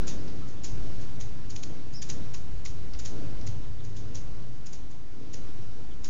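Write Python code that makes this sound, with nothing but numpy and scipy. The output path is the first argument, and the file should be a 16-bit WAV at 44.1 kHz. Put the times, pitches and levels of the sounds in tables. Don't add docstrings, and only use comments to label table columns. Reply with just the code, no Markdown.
import sys
import numpy as np
from scipy import signal
from scipy.fft import rfft, irfft, next_fast_len
from scipy.io import wavfile
from scipy.ndimage import uniform_filter1d, map_coordinates

SR = 44100
rng = np.random.default_rng(int(sys.argv[2]) if len(sys.argv) > 2 else 0)


def generate_wav(signal):
    frames = np.transpose(np.atleast_2d(signal))
    scaled = np.clip(frames, -1, 1) * 32767
    pcm = np.round(scaled).astype(np.int16)
    wavfile.write(sys.argv[1], SR, pcm)


def boost_factor(decibels):
    exponent = np.asarray(decibels, float) / 20
    return 10 ** exponent


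N = 268569

RUMBLE_DB, DRONE_DB, ROAR_DB, HISS_DB, WHINE_DB = -48.5, -51, -53.5, -58.5, -68
HISS_FOLLOWS, WHINE_FOLLOWS = 0.25, 1.8

# pitch_hz, density_db (per Hz)
RUMBLE_SPECTRUM = [(10, -40), (22, -7), (38, 2.5), (50, -1), (65, -2.5), (80, -7), (110, -39), (200, -76.5)]
DRONE_SPECTRUM = [(60, -53), (80, -18.5), (96, 4.5), (108, -5), (122, -1.5), (140, -8), (170, -16.5),
                  (260, -65.5)]
ROAR_SPECTRUM = [(88, -16.5), (150, -0.5), (225, -3.5), (268, -3.5), (306, -4.5), (500, -11.5), (800, -35),
                 (1760, -120)]
HISS_SPECTRUM = [(350, -22.5), (600, -3), (970, -6.5), (1700, -10.5), (2600, -13), (5600, -14.5),
                 (8200, -18), (9500, -80.5)]
WHINE_SPECTRUM = [(235, -60), (258, -6), (266, 3), (276, -2.5), (300, -57.5)]
NEAR_TYRE_SPECTRUM = [(300, -58), (400, -5.5), (520, 0.5), (650, -6), (900, -21), (1500, -58.5)]

# centre_s, half_length_s, swell_db
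AIR_PUFFS = [(.1, .1, 3), (.45, 0.11, 4), (.72, 0.12, 4), (1.35, 0.091, 0.5), (2.2, .15, 4),
             (2.53, 0.081, 7), (2.87, 0.21, 7), (3.4, .15, 4), (3.67, 0.13, 4), (4.05, 0.17, 5),
             (5.45, 0.076, 4), (6.0, 0.12, 5)]
# centre_s, half_length_s, swell_db
ENGINE_PULLS = [(.35, 0.41, 2.5), (.8, 0.085, 6), (1.12, 0.16, 5), (1.42, 0.19, 5), (2.1, 0.71, 4),
                (2.8, 0.11, 3.5), (3.48, 0.3, 8.5), (4.05, 0.33, 5), (4.6, 0.31, 3), (5.27, 0.092, 3.5),
                (5.6, 0.095, 2)]
# centre_s, half_length_s, swell_db
FAR_PASSES = [(.12, 0.33, 7), (.62, 0.36, 3.5), (1.3, 0.16, 2.5), (1.7, 0.15, 7), (2.15, 0.12, 4.5),
              (2.55, 0.12, 1.5), (3.17, 0.097, 6.5), (3.48, 0.18, 3.5), (4.03, .16, 6.5), (4.4, 0.071, 3.5),
              (4.8, 0.19, 2), (5.27, .14, 6.5), (5.5, 0.11, 0.5), (5.8, 0.054, 1.5)]
# centre_s, half_length_s, level_db
NEAR_PASSES = [
    (0.155, 0.092, -61.5),
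    (0.904, 0.1, -60.5),
    (2.145, .1, -64),
    (3.326, 0.27, -59.5),
    (4.25, 0.2, -63.5),
    (5.407, 0.091, -67),
]

# pitch_hz, t60_s
YARD_DECAY = [(1000, 0.19), (3000, 0.2), (6000, 0.26), (8000, 0.22)]
# pitch_hz, level_db
WALL_COLOUR = [(1000, 6), (3000, -5), (5500, -6), (6500, -1.5), (7500, -3)]

# start_s, length_s, start_hz, end_hz, level_db
WHISTLES = [
    (1.934, .046, 4850, 5750, -45),
    (1.952, .075, 5050, 5080, -54),
    (.025, .022, 1450, 1650, -56),
    (.095, .04, 3900, 3400, -59),
    (.555, .06, 3300, 3650, -62),
    (.415, .022, 1250, 1300, -59),
    (3.79, .03, 3900, 3300, -59),
    (3.62, .04, 3600, 3400, -63),
    (5.895, .05, 3700, 3000, -60),
]
WHISTLE_ECHO_DB = -0.5

# start_s, peak_db, pitch_hz, echo_db
FEEDER_TICKS = [
    (0.2795, -38.5, 5040, 7),
    (.3012, -48, 5120, -1),
    (2.9361, -33, 5000, 4.5),
    (2.9394, -44, 4500, 1),
    (2.9496, -38, 2600, -1),
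    (3.414, -36, 5150, -2),
]

# plunge_start_s, peak_db, folded_overtone_db, lead_in_db, echo_db
HUMMINGBIRD_CHIPS = [(0.0784, -36.5, -2.5, -7, 7.5), (0.486, -51.5, -11, -6, 5.5),
                     (0.6454, -31, -23, -8, 1.5), (1.018, -53.5, -13, -0.5, 5), (1.2103, -40, -3, -7, 2.5),
                     (1.505, -38.5, -14, -6, 1.5), (1.5622, -35.5, -2, -9, -1), (1.6352, -33, 0, -9, -4),
                     (1.9364, -48.5, -8, -7, 6), (2.0268, -30.5, -9, -4.5, -3.5),
                     (2.0996, -30, -5, -6.5, -1.5), (2.346, -36.5, -2, -6.5, -0.5),
                     (2.6602, -35.5, 0, -1, 0), (2.9992, -36.5, -8, -1, -2), (3.058, -33, -9.5, -6, 0.5),
                     (3.4733, -39, -5.5, -2.5, -1), (3.849, -46.5, -9.5, -7, 3),
                     (3.965, -48, -5, -10, 11.5), (4.1553, -35.5, -13, -6.5, 1.5),
                     (4.6678, -39.5, -11, -3.5, 0), (4.7318, -37, -17, -12.5, 2.5),
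                     (4.9148, -51, -10, -4, 3.5), (5.3413, -36.5, -13, -4.5, -2),
                     (6.0442, -33.5, -13, -15, 3)]
# pitch_hz, level_db
RASP_COLOUR = [(700, -16.5), (1200, -16.5), (2000, -14), (4000, -11), (5500, -6.5), (6800, -6), (8200, 3),
               (9500, -67)]
END_HZ, END_SCATTER = 4573, 0.029

RATE_HZ = 16000
# pitch_hz, level_db
LOW_PASS = [(6600, 2.5), (7050, -2), (7300, -7), (7550, -15.5), (7750, -31.5), (7900, -78)]
# pitch_hz, level_db
MIRROR_LEAK = [(7800, -81), (7950, -35), (8050, -36.5), (8200, -54), (8400, -27), (8900, -34.5),
               (9200, -47.5), (9300, -100)]
# start_s, level_db
GLITCH_AT = (3.5162, -40)
# start_s, lift_db
GAIN_LIFTS = [(.62, 5.5), (1.53, .9), (1.6, 1.7), (2.01, 4.3), (2.63, 2.6), (3.0, 3.5), (3.94, 1.9),
              (4.11, 2.2), (4.67, 1.0), (5.04, 1.5), (5.27, 5.7), (6.0, 2.2)]
OFFSET_DB, SINK_DB_PER_S, LIFT_S = -15.8, 5.96, .0476


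def unit(x):
    return x / np.sqrt(np.mean(x ** 2) + 1e-20)


def along(points, hz):
    f, v = np.transpose(points)
    return np.interp(np.log(hz + 1), np.log(f + 1), v)


def wobble(rate, size):
    knots = rng.standard_normal(int(size * 2000 / SR) + 4)
    return map_coordinates(knots, [np.arange(size) * min(rate, 2000) / SR])


def coloured(x, points):
    m = next_fast_len(len(x) + 8192)
    gain = boost_factor(along(points, np.fft.rfftfreq(m, 1 / SR)))
    return irfft(rfft(x, m) * gain, m)[:len(x)]


def rush(spectrum, patchy_db):
    z = signal.stft(rng.standard_normal(N), nperseg=512)[2]
    patches = uniform_filter1d(rng.standard_normal(z.shape), size=5, axis=0)
    patches = uniform_filter1d(patches, size=12, axis=1)
    noise = signal.istft(z * boost_factor(patchy_db * unit(patches)), nperseg=512)[1][:N]
    return unit(coloured(noise, spectrum))


def bells(rows):
    t = np.arange(N) / SR
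    return sum(height * np.exp(-((t - s) / half) ** 2) for s, half, height in rows)


def echoed(x, echo_db, drive=None):
    hz, t, z = signal.stft(rng.standard_normal(SR // 3), SR, nperseg=128)
    decay = boost_factor(-60 * t / along(YARD_DECAY, hz)[:, None])
    tail = signal.istft(z * decay, SR, nperseg=128)[1]
    tail = coloured(tail, WALL_COLOUR)
    if drive is None:
        drive = x
    else:
        drive = drive * np.linalg.norm(x) / np.linalg.norm(drive)
    tail = signal.fftconvolve(drive, tail / np.linalg.norm(tail))
    return boost_factor(echo_db) * tail + np.pad(x, (0, len(tail) - len(x)))


def add(track, s, sound):
    part = track[round(s * SR):][:len(sound)]
    part += sound[:len(part)]


def far_traffic():
    cars_db = bells(FAR_PASSES)
    rumble = boost_factor(RUMBLE_DB + bells(AIR_PUFFS)) * rush(RUMBLE_SPECTRUM, patchy_db=-0.5)
    drone_db = DRONE_DB + bells(ENGINE_PULLS) + 0.33 * wobble(3.4, size=N)
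    drone = boost_factor(drone_db) * rush(DRONE_SPECTRUM, patchy_db=0.5)
    roar_db = ROAR_DB + cars_db + 0.44 * wobble(4.1, size=N)
    roar = boost_factor(roar_db) * rush(ROAR_SPECTRUM, patchy_db=1.0)
    hiss = boost_factor(HISS_DB + HISS_FOLLOWS * cars_db) * rush(HISS_SPECTRUM, patchy_db=1.04)
    whine = boost_factor(WHINE_DB + WHINE_FOLLOWS * cars_db) * rush(WHINE_SPECTRUM, patchy_db=3.0)
    return rumble + drone + roar + hiss + whine


def near_cars():
    level = bells([(s, half, boost_factor(db)) for s, half, db in NEAR_PASSES])
    return level * rush(NEAR_TYRE_SPECTRUM, patchy_db=1.0)


def distant_whistles():
    out = np.zeros(N)
    for s, length, start_hz, end_hz, db in WHISTLES:
        t = np.arange(SR // 10) / SR
        u = t / length
        smear_hz = (.015 + .007 * max(-52 - db, 0)) * start_hz * wobble(300, size=len(u))
        pitch_hz = start_hz + (end_hz - start_hz) * u + smear_hz
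        phase = 2 * np.pi * np.cumsum(pitch_hz) / SR
        throb = 1 - .35 * np.cos(2 * np.pi * 95 * t + .6)
        swell = np.sin(np.pi * np.clip(u, 0, 1))
        add(out, s, echoed(boost_factor(db) * swell * throb * np.sin(phase), WHISTLE_ECHO_DB))
    return out


def feeder_ticks():
    out, t = np.zeros(N), np.arange(SR // 200) / SR
    for s, db, hz, echo_db in FEEDER_TICKS:
        snap = boost_factor(db - 60 * t / .002) * np.sin(2 * np.pi * hz * t)
        add(out, s, echoed(snap, echo_db))
    return out


def hummingbird_chips():
    out, t = np.zeros(N), np.arange(SR // 40) / SR - .014
    u = t - .0016
    v = u + .0108
    for s, db, fold_db, lead_db, echo_db in HUMMINGBIRD_CHIPS:
        end_hz = END_HZ * (1 + END_SCATTER * rng.standard_normal())
        top_hz = 7150 * (1 + 0.0137 * rng.standard_normal())
        slide_hz = 500 * np.exp(-np.clip(v, 0, 1) / 0.00245)
        drop_hz = (top_hz - end_hz) / (1 + np.exp((u - .001) / 0.001103))
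        pitch_hz = end_hz + drop_hz + slide_hz + 420 * wobble(900.3, size=len(t))
        phase = 2 * np.pi * np.cumsum(pitch_hz) / SR

        plunge = np.exp(-.5 * (u / 0.0021) ** 2)
        lead = boost_factor(lead_db) / (1 + np.exp(-v / 0.0016)) / (1 + np.exp((u + 0.0022) / 0.00044))
        flutter = boost_factor(2.2 * wobble(1100, size=len(t)))
        fold_level = boost_factor(fold_db) * np.exp(-.5 * ((u + 0.00017) / 0.0021) ** 2)
        fold = fold_level * np.sin(2 * np.pi * RATE_HZ * t - 2 * phase)
        slip_hz = 1800 + 5200 / (1 + np.exp((v - .0035) / 0.0013))
        slip_level = boost_factor(-13.5) * lead * np.exp(-.5 * ((v - .0035) / 0.012) ** 2)
        slip = slip_level * np.sin(2 * np.pi * np.cumsum(slip_hz) / SR)
        breath = unit(coloured(rng.standard_normal(len(t)), RASP_COLOUR))
        rasp = breath * (boost_factor(-2.5) * plunge + boost_factor(-.7) * lead)
        tone = (plunge + lead) * np.sin(phase) + slip + fold
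        voice = boost_factor(db - 5.5) * (flutter * tone + rasp)

        fall = np.sin(2 * np.pi * (5000 * u - 6e5 * u ** 2)) * np.exp(-(u / .003) ** 4)
        lead_fall = boost_factor(lead_db) * np.roll(fall, -round(0.0096 * SR))
        heard = coloured(fall + lead_fall, RASP_COLOUR)
        add(out, s + t[0], echoed(voice, echo_db, heard))
    return out


def scene():
    background = far_traffic() + near_cars()
    birds = distant_whistles() + feeder_ticks() + hummingbird_chips()
    return (background + birds)[None]


def riding_gain():
    t = np.arange(N) / SR
    gain_db = OFFSET_DB - SINK_DB_PER_S * t
    for s, lift_db in GAIN_LIFTS:
        u = np.clip(t - s, 0, None) / LIFT_S
        gain_db = gain_db + lift_db * (1 - (1 + u) * np.exp(-u))
    return boost_factor(gain_db)


def top_cut(x):
    return signal.sosfilt(signal.butter(12, 15800, fs=SR, output="sos"), x)


def record(dry):
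    gain = riding_gain()
    x = dry[0] * gain / np.mean(gain)
    mirror = 2 * x * np.cos(2 * np.pi * RATE_HZ * np.arange(N) / SR)
    offset = -gain
    mix = coloured(x, LOW_PASS) + coloured(mirror, MIRROR_LEAK) + offset
    glitch_s, glitch_db = GLITCH_AT
    mix[round(glitch_s * SR)] += boost_factor(glitch_db)
    return top_cut(mix[None])


dry = scene()
out = record(dry)
generate_wav(out)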